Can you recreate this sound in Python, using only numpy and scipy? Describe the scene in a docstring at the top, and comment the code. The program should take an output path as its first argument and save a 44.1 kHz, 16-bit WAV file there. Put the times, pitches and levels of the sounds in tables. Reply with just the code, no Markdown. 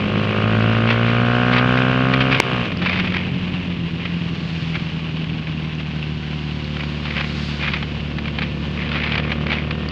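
"""A small four-stroke single-cylinder motorcycle on a wet road, heard from a camera mounted on the bike.
It pulls hard with a rasping intake, changes up, coasts with a stumbling exhaust and settles to a cruise.
Gas pulses boom in the pipe, intake strokes ring the airbox, valves clatter, thin whines follow the revs.
Plastic bodywork rattles over bumps, rain taps the camera case and one fat drop hits the microphone port.
Wind rumbles underneath and oncoming cars hiss by."""
import sys
import numpy as np
from scipy import signal
from scipy.fft import rfft, irfft
from scipy.io import wavfile
from scipy.ndimage import uniform_filter1d

SR = 44100
rng = np.random.default_rng(int(sys.argv[2]) if len(sys.argv) > 2 else 0)


def transcribe(signal):
    """Save signal, clipped to [-1, 1], as a 16-bit WAV file at the path in sys.argv[1]."""
    frames = np.atleast_2d(signal).T
    limited = np.clip(frames, -1, 1)
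    pcm = np.round(limited * 32767).astype(np.int16)
    wavfile.write(sys.argv[1], SR, pcm)


N = 437031
T = np.arange(N) / SR

# tone of a drop striking the camera case: freq_hz, level_db
CASE_TONE = [(600, -16), (2500, -4), (4500, -5), (7000, -14), (14000, -33.5)]


def undb(db):
    """Decibels to gain."""
    return 10 ** (np.asarray(db) / 20)


def curve(rows):
    """Rows of (time_s, value) joined by straight lines."""
    return np.interp(T, *np.transpose(rows))


def unit(x):
    """Scale to rms 1."""
    return x / np.sqrt(np.mean(x ** 2))


def running_rms(x, size=12000):
    """Level over a sliding window."""
    return np.sqrt(uniform_filter1d(x ** 2, size))


def steady(x):
    """Hold the running rms near 1."""
    return x / running_rms(x)


def noise():
    """White noise."""
    return rng.standard_normal(N)


def walk(rate_hz):
    """Smooth random drift with rms 1."""
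    hold = int(SR / rate_hz)
    steps = noise()[np.arange(N) // hold]
    return unit(uniform_filter1d(uniform_filter1d(steps, hold), hold))


def band(x, hz, kind):
    """Gentle Butterworth filter."""
    return signal.sosfilt(signal.butter(2, hz, kind, fs=SR, output="sos"), x)


def resonate(x, hz, width_hz):
    """Ring x through one resonance."""
    return signal.lfilter(*signal.iirpeak(hz, hz / width_hz, fs=SR), x)


def colour(x, points, size=8192):
    """Ring x through a causal, unit-energy response shaped by (freq_hz, level_db) points."""
    hz, db = np.transpose(points)
    bins = np.maximum(np.arange(size // 2 + 1) * SR / size, 1)
    gain = undb(np.interp(np.log(bins), np.log(hz), db))
    outside = np.abs(np.log(bins / np.clip(bins, hz[0], hz[-1])))
    cepstrum = irfft(np.log(gain) - 2 * outside)  # 12 dB an octave off either end
    cepstrum[0], cepstrum[size // 2:] = 0, 0
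    response = irfft(np.exp(rfft(2 * cepstrum)))  # minimum phase
    return signal.fftconvolve(x, response / np.linalg.norm(response))[:N]


def clicks(times, sizes):
    """One impulse at each time, shared between neighbouring samples."""
    at = np.clip(times * SR, 0, N - 1)
    i, part = at.astype(int), at % 1
    return (np.bincount(i, sizes * (1 - part), N + 1) + np.bincount(i + 1, sizes * part, N + 1))[:N]


def revs(firing_hz, cruise_hz=37):
    """Engine speed in octaves above cruising."""
    return np.log2(firing_hz / cruise_hz)


def racing(firing_hz, from_hz=42, full_hz=55):
    """0 at cruising revs, 1 at high revs."""
    return np.clip((firing_hz - from_hz) / (full_hz - from_hz), 0, 1)


def load(throttle):
    """0 up to a cruising throttle, 1 wide open."""
    return np.clip(2 * throttle - 1, 0, 1)


def exhaust(starts, firing_hz, throttle, stumble_db=-11, stumble_s=0.0099, dip_s=0.06):
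    """Two gas pulses a cycle, one per crank turn, boom in the pipe; a shut throttle makes them uneven."""
    # pipe tone with the throttle shut, cruising and wide open: freq_hz, level_db
    pipe_shut = [(30, -26.5), (80, -13), (104, -10), (130, -0.5), (172, 0), (205, -6), (260, -19),
                 (340, -20), (500, -29), (900, -43)]
    pipe_cruise = [(30, -23.5), (72, 0), (108, -0.5), (150, 0.5), (185, 5), (225, -4), (262, -6.5),
                   (295, -14.5), (335, -3.5), (375, -9), (408, -12), (445, -28), (485, -18), (525, -14),
                   (620, -35), (745, -26.5), (900, -43.5)]
    pipe_open = [(30, -44), (55, 8), (67, 9), (112, 12.5), (132, 9), (165, 6.5), (190, 17), (222, 8.5),
                 (252, 9.5), (280, 5.5), (312, -12), (335, -1.5), (400, -23), (900, -39.5)]
    # moments when a pulse all but fails while coasting: time_s
    stumbles = [3.892, 4.083, 4.196, 4.351, 4.47, 4.607, 4.799, 5.108, 5.248]
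    # the drone ducks as the gear change unloads the drive: time_s, gain_db
    shift_dips = [(2.44, -6.5), (2.72, -2.5)]
    period = np.interp(starts, T, 1 / firing_hz)
    times = np.r_[starts, starts + 0.4868 * period]
    size_luck, time_luck = rng.standard_normal((len(times), 2)).T
    shut = np.clip(1 - 2 * np.interp(times, T, throttle), 0, 1) ** 2
    scatter_db, jitter_s = 0.6 + 2.2 * shut, 0.000025 + 0.0001 * shut
    failing = np.exp(-((times[:, None] - np.array(stumbles)) / stumble_s) ** 4).sum(axis=1)
    sizes = np.repeat([1, 0.65], len(starts)) * undb(scatter_db * size_luck + stumble_db * failing)
    pulses = clicks(times + jitter_s * time_luck, sizes)
    pipes = pipe_shut, pipe_cruise, pipe_open
    crossfade = np.clip(1 - np.abs(2 * throttle - np.arange(3)[:, None]), 0, 1)
    boom = steady(sum(share * unit(colour(pulses, pipe)) for share, pipe in zip(crossfade, pipes)))
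    # off load the pressure wave steepens: deep narrow troughs, rounded crests
    boom -= 0.15 * (1 - load(throttle)) * band(boom ** 2, 70, "highpass")
    duck_db = sum(db * np.exp(-((T - at) / dip_s) ** 2) for at, db in shift_dips)
    return steady(boom) * undb(-25.5 + 3.5 * revs(firing_hz) + 6.5 * load(throttle) + duck_db)


def intake(starts, phase, firing_hz, throttle, lag_s=0.00049, tuned_hz=61.9, tuned_width_hz=2.5):
    """Each intake stroke sucks a bark and a rush of air through the airbox; more flow, more rasp."""
    # airbox resonances: pitch_hz, width_hz, level_db, in_tune_extra_db, eased_throttle_extra_db
    airbox = [(366, 44, 4, 1, 3.5), (505, 109, 3, 1.5, 0), (618, 39, 3.5, 0.5, -1),
              (718, 34.5, 0.5, 6, -0.5), (1102, 77, 0, 3, 1.5), (1235.6, 21, 4, 3, 0), (1393, 80, 1, 4, -4),
              (1502, 44, 2.5, 5, -9), (1587, 58, -0.5, 7, -3.5), (1790, 190, -7.5, 3.5, -1.5),
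              (2370, 200, -9, -0.5, 1)]
    jitter_s = 0.00002 * rng.standard_normal(len(starts))
    bark = unit(clicks(starts + lag_s + jitter_s, undb(0.68 * rng.standard_normal(len(starts)))))
    valve_open = np.exp(-((phase - 0.22) % 1) / 0.3)
    rush = band(unit(noise() * valve_open), 1400, "highpass")
    flow = band(bark + undb(-19) * rush, [230, 2900], "bandpass")
    # the rasp swells where the revs bring the intake tract into tune
    in_tune = np.exp(-((firing_hz - tuned_hz) / tuned_width_hz) ** 2)
    # at high revs the pressure wave steepens and favours the upper resonances
    tilt_db_per_octave = np.maximum(0.1 * (firing_hz - 57), -4.5)
    eased = 1 - load(throttle)
    plain, rasp = 0, 0
    for k, (hz, width_hz, db, tuned_db, eased_db) in enumerate(airbox):
        gain = undb(db + tilt_db_per_octave * np.log2(hz / 505))
        ring = (-1) ** k * gain * resonate(flow, hz, width_hz)  # neighbours swing in opposite senses
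        plain += ring
        rasp += undb(tuned_db * in_tune + eased_db * eased) * ring
    breath = (throttle * firing_hz / 32.2) ** 7.35  # dies away steeply at low air flow
    return rasp / running_rms(plain) * undb(-23) * np.sqrt(breath / (1 + breath))


def valve_gear(phase, firing_hz, flicker_db=1.66, scatter_db=2.5, db_per_octave=5):
    """Valves and chain hiss, throbbing with the four strokes; high revs add two hard clacks a cycle."""
    # tone of the metallic hiss and of the clacks: freq_hz, level_db
    hiss_tone = [(290, -52), (500, -24), (610, -12.5), (674, -13), (760, -10), (935, -10.5), (1030, -7),
                 (1140, -7.5), (1230, -11.5), (1580, -9), (1880, -9.5), (2800, -1.5), (4540, -20.5),
                 (5700, -30.5), (6900, -41), (8500, -51), (15000, -79.5)]
    clack_tone = [(500, -27.5), (1100, -16.5), (1700, -7.5), (2100, -4), (2500, -0.5), (3000, -2),
                  (3700, -15.5), (4600, -21.5), (5700, -32.5), (6900, -41.5), (8500, -49.5), (15000, -75)]
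    # clacks within one engine cycle: position_cycles, width_cycles, strength
    beats = [(.33, 0.083, 1.07), (.81, .06, 0.87)]
    throb_db = 3 * np.cos(4 * 2 * np.pi * phase) + np.cos(2 * np.pi * (phase - 0.08))
    hiss = unit(colour(noise() * undb(throb_db + flicker_db * walk(70)), hiss_tone)) * undb(-35.5)
    cycle = phase.astype(int)
    forces = undb(scatter_db * rng.standard_normal((cycle[-1] + 1, len(beats))))[cycle].T
    blows = sum(strength * force * np.exp(-((phase % 1 - at) / width) ** 2)
                for force, (at, width, strength) in zip(forces, beats))
    clacks = unit(colour(noise() * (0.4 + blows), clack_tone)) * undb(-33) * np.sqrt(racing(firing_hz))
    return (hiss + clacks) * undb(db_per_octave * revs(firing_hz))


def cruise_buzz_and_whine(phase, throttle, waver_db=2.5, wander_rad=0.65, throttle_width=0.22):
    """A faint intake buzz near 520 Hz at cruise, with thin higher whines following the crank."""
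    # partials of the buzz, then the whines: firing_rate_multiple, loudest_at_throttle, level_db
    partials = [(13, .6, -55), (14, .52, -49), (15, .5, -53), (20, 0.36, -57), (26, .33, -57.5),
                (28, .08, -59), (40, 0.35, -52.5), (48, 0.7, -44.5)]
    tones = np.zeros(N)
    for multiple, best, db in partials:
        gain = undb(db + waver_db * walk(6)) * np.exp(-((throttle - best) / throttle_width) ** 2)
        tones += gain * np.sqrt(2) * np.sin(2 * np.pi * multiple * phase + wander_rad * walk(7.4))
    return tones


def sizzle(firing_hz, spread_db=6.5, flurry_db=4, count=800):
    """Fine spray ticks on the case in flurries while the engine revs high."""
    # tone of the ticks: freq_hz, level_db
    tick_tone = [(3000, 2), (5500, 1.5), (6800, -2), (8500, -17), (11000, -22), (13500, -19), (15000, -27)]
    when, luck = rng.random((count, 2)).T
    ticks = clicks(when * N / SR, undb(-spread_db * np.log(np.maximum(luck, 0.02))))
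    flurries = ticks * undb(flurry_db * walk(16))
    return unit(colour(flurries, tick_tone)) * undb(-63) * racing(firing_hz)


def wind():
    """Wind rumbles on the case, easing as the bike coasts and returning as it picks up."""
    # tone of the rumble: freq_hz, level_db
    rumble_tone = [(20, -27), (45, -15), (85, -13.5), (108, -6), (140, -5.5), (170, -2), (220, -8),
                   (265, -10), (320, -14), (450, -18.5), (1000, -33), (3000, -58.5)]
    # strength of the wind: time_s, level_db
    strength = [(0, -22.5), (1, -28.5), (2.1, -27), (3.1, -25.5), (4.1, -30.5), (5.3, -30.5), (6.6, -34.5),
                (7.8, -29.5), (9, -30), (9.9, -29.5)]
    return unit(colour(noise(), rumble_tone)) * undb(curve(strength))


def tyre_hiss(own_spray_db=-55.5):
    """Wet tyres hiss: the bike's own steady spray under swells that fall off with distance."""
    # tone of the spray: freq_hz, level_db
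    spray_tone = [(600, -14.5), (1200, -1), (2800, 1), (4500, -0.5), (5900, -15), (6900, -19.5),
                  (8200, -34.5), (11000, -48), (15000, -57.5)]
    # swells from oncoming cars or off a near wall: nearest_s, level_db, half_length_s
    swells = [(4.576, -39.5, 0.2), (6.71, -43, 0.57), (7.44, -34.5, 0.15), (8.698, -45, 0.19)]
    passing_power = sum(undb(db) ** 2 / (1 + ((T - at) / half) ** 2) for at, db, half in swells)
    return colour(noise(), spray_tone) * np.sqrt(undb(own_spray_db) ** 2 + passing_power)


def rain(ring_s=0.0006, spread_db=4, count=130):
    """Drops strike the case and ring for an instant; finer ones patter between them."""
    # the larger drops: start_s, level_db, pitch_hz
    drops = [(2.772, -25, 4800), (5.751, -42, 6000), (6.028, -14, 2700), (6.644, -24, 4070),
             (8.276, -24, 2900), (9.888, -19.5, 4600)]
    taps = np.zeros(N)
    for start, db, hz in drops:
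        age = np.maximum(T - start, 0)
        envelope = age / ring_s * np.exp(1 - 1.1 * age / ring_s)
        taps -= undb(db) * envelope * np.sin(2 * np.pi * hz * age)
    when, luck = rng.random((count, 2)).T
    sizes = undb(-44 - spread_db * np.log(np.maximum(luck, 0.03)))
    return taps + colour(clicks(when * N / SR, sizes), CASE_TONE)


def panel_contact(gap_s=0.011, decay_s=0.0038, range_db=7, scrape=0.16, count=2000):
    """Envelope of a loose panel on its mount: an uneven run of short bounces over a light scrape."""
    gaps, luck = rng.random((count, 2)).T
    times = np.cumsum(gap_s * (0.5 + gaps))
    last = np.maximum(np.searchsorted(times, T) - 1, 0)
    force = undb(range_db * (luck[last] - 1))
    return unit(scrape + force * np.exp(-np.abs(T - times[last]) / decay_s))


def bodywork(attack_s=0.015, release_s=0.047, knock_rise_s=0.0008, ring_hz=2330, sing_db=-30.5):
    """Loose plastic sings under a light shake, crackles under a hard one and knocks over bumps."""
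    # tone of the plastic panels: freq_hz, level_db
    panel_tone = [(260, -32), (450, -9), (535, -7.5), (609, -11.5), (812, -7.5), (937, -8.5), (1150, -5),
                  (1510, -5.5), (2000, -3), (2460, 1.5), (2800, -5.5), (3090, -5), (4830, -19.5),
                  (6080, -37), (14000, -99.5)]
    # rough stretches of road that shake them: start_s, length_s, level_db
    rough_road = [(0.876, 0.017, -24), (1.518, 0.034, -24.5), (2.312, 0.022, -21.5), (2.844, 0.13, -24.5),
                  (3.04, 0.036, -36.5), (3.15, 0.052, -31.5), (3.995, 0.072, -37.5), (4.726, 0.026, -35),
                  (6.787, 0.02, -41), (7.056, 0.1, -31.5), (7.16, 0.043, -30.5), (7.6, 0.15, -30),
                  (8.399, 0.016, -32), (8.79, 0.07, -32), (8.917, 0.24, -28.5), (9.233, 0.066, -34),
                  (9.483, 0.079, -28)]
    # their hardest knocks: start_s, level_db, decay_s
    knocks = [(0.155, -23, 0.0044), (0.607, -23, 0.0042), (0.902, -15, 0.014), (1.086, -24, .008),
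              (1.1, -24, .008), (1.531, -19.5, 0.012), (1.564, -18, 0.015), (1.582, -17, 0.011),
              (1.772, -19, 0.0099), (2.136, -12.5, 0.0085), (2.204, -17, 0.02), (2.315, -17, .006),
              (2.324, -17, 0.0096), (2.346, -13.5, 0.0073), (2.653, -19, .005), (2.718, -22.5, 0.0076),
              (2.817, -22.5, 0.02), (2.859, -18.5, 0.014), (2.894, -21, 0.0091), (2.926, -24, 0.019),
              (2.958, -22, .009), (2.989, -22, 0.0065), (2.997, -15.5, 0.0084), (3.044, -24, .012),
              (3.071, -23, 0.011), (3.121, -22, .005), (3.14, -21, 0.013), (3.165, -16, 0.0058),
              (4.052, -23, 0.008), (4.752, -22.5, 0.012), (5.168, -27, 0.0044), (5.241, -27, 0.0051),
              (5.47, -26.5, 0.0051), (6.768, -21.5, 0.0043), (6.793, -26, .007), (6.805, -23.5, .007),
              (6.834, -22, 0.0048), (7.052, -27, .009), (7.078, -29, .005), (7.105, -23, .006),
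              (7.165, -26, 0.0073), (7.175, -21, 0.0066), (7.201, -21, .006), (7.208, -19, .008),
              (7.243, -22.5, 0.0047), (7.624, -22, 0.0056), (7.633, -23, 0.011), (7.658, -24, 0.0054),
              (7.675, -21, 0.014), (7.735, -18, 0.0097), (7.767, -23, 0.0069), (7.825, -23, 0.0095),
              (8.183, -23.5, 0.0084), (8.255, -23, 0.0058), (8.279, -24, 0.0077), (8.385, -19, 0.0097),
              (8.418, -20.5, 0.017), (8.774, -25, 0.0045), (8.89, -22, 0.0059), (8.916, -20, 0.0052),
              (8.955, -22, 0.017), (9.035, -20.5, 0.013), (9.072, -22, 0.0071), (9.119, -16, 0.0051),
              (9.133, -20, 0.0046), (9.152, -18.5, .01), (9.177, -16.5, 0.0089), (9.197, -19, 0.0056),
              (9.317, -19, 0.011), (9.466, -18, 0.0045), (9.503, -17, .005), (9.517, -15, .005),
              (9.526, -18, 0.014), (9.707, -19.5, 0.0075)]
    shake, hits, rings = np.zeros((3, N))
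    for start, length, db in rough_road:
        onset = np.clip((T - start) / attack_s + 0.5, 0, 1)
        shake += undb(db) * onset * np.exp(-np.maximum(T - start - length, 0) / release_s)
    contact = panel_contact()
    chatter, buzz, crack = contact * noise(), contact * noise(), noise()
    sing = unit(colour(resonate(chatter, 2060, width_hz=480), panel_tone))
    sing *= undb(sing_db) * np.tanh(shake / undb(sing_db))  # levels off as the shake grows
    age = T[:SR // 10]
    attack = 1 - np.exp(-age / knock_rise_s)
    for start, db, decay in knocks:
        span = int(start * SR) + np.arange(len(age))
        hz = ring_hz * np.exp(0.1 * rng.standard_normal())
        hits[span] += undb(db + 1.27) * attack * np.exp(-(age / decay) ** 2)
        rings[span] += undb(db - 8) * attack * np.exp(-age / decay) * np.sin(2 * np.pi * hz * age)
    return colour(buzz * shake * undb(0.2) + hits * crack, panel_tone) + sing + rings


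def port_hit(start_s=2.4003, decay_s=0.002):
    """A fat drop lands on the microphone port: a splash and a loud, choked ring."""
    # resonances of the port: pitch_hz, level_db
    modes = [(400, 0), (950, -1), (1600, -5), (2240, 0.5), (5100, -12.5), (6400, -19)]
    age = np.maximum(T - start_s, 0)
    ring = sum(undb(db) * np.sin(2 * np.pi * hz * age) for hz, db in modes)
    splash = undb(-12) * colour(noise(), CASE_TONE)
    return (splash - ring) * 2 * age / decay_s * np.exp(-(age / decay_s) ** 2)


def car_swish(nearest_s=7.48, level_db=-48, rise_s=0.2, fall_s=0.065):
    """The closest car throws a bright spray that builds as it nears and drops away fast."""
    # tone of the swish: freq_hz, level_db
    swish_tone = [(2000, -12), (4000, -4.5), (4900, 0), (5900, -15.5), (7000, -19.5), (8200, -23),
                  (11000, -36.5), (15000, -55.5)]
    width_s = np.where(T < nearest_s, rise_s, fall_s)
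    return colour(noise(), swish_tone) * undb(level_db) / (1 + ((T - nearest_s) / width_s) ** 2)


def scene():
    """The ride in mono. The crank times every engine sound: one firing for two turns."""
    # a climb in the low gear, the change up, then a long settling: time_s, firing_hz
    firing_rate = [(0.0, 51.84), (0.19, 52.19), (0.41, 53.7), (1.07, 58.44), (1.65, 62.37), (1.89, 63.61),
                   (2.37, 66.33), (2.63, 59.04), (2.74, 43.3), (2.9, 46.02), (3.63, 44.63), (3.91, 41.21),
                   (4.05, 43.44), (4.43, 41.14), (5.31, 39.75), (5.91, 38.15), (6.99, 37.07), (8.58, 36.69),
                   (9.91, 38.14)]
    # the rider's throttle: time_s, opening (0 shut, 0.5 cruising, 1 wide open)
    throttle_moves = [(0, 0.56), (.3, 0.67), (.55, 1), (2.33, 0.83), (2.41, 0.3), (2.47, 0.5), (2.62, 0.49),
                      (2.75, 0.47), (3.3, .14), (5.2, 0.075), (6.0, 0.25), (7.0, 0.46), (8.6, 0.47),
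                      (9.3, 0.64), (9.9, 0.55)]
    firing_hz, throttle = curve(firing_rate), curve(throttle_moves)
    phase = np.cumsum(firing_hz) / SR  # in engine cycles
    starts = np.interp(np.arange(int(phase[-1]) + 1), phase, T)
    engine = exhaust(starts, firing_hz, throttle) + intake(starts, phase, firing_hz, throttle)
    engine += valve_gear(phase, firing_hz) + cruise_buzz_and_whine(phase, throttle)
    rattle = bodywork()
    water = rain() + port_hit() + sizzle(firing_hz)
    return (engine + rattle + water + wind() + tyre_hiss() + car_swish())[None]


def record(dry, knee=7, top_hz=15300):
    """The camera rounds off peaks near full scale and cuts the top."""
    rounded = dry / (1 + np.abs(dry) ** knee) ** (1 / knee)
    return signal.sosfilt(signal.ellip(8, 0.2, 70, top_hz, fs=SR, output="sos"), rounded)


dry = scene()
out = record(dry)
transcribe(out)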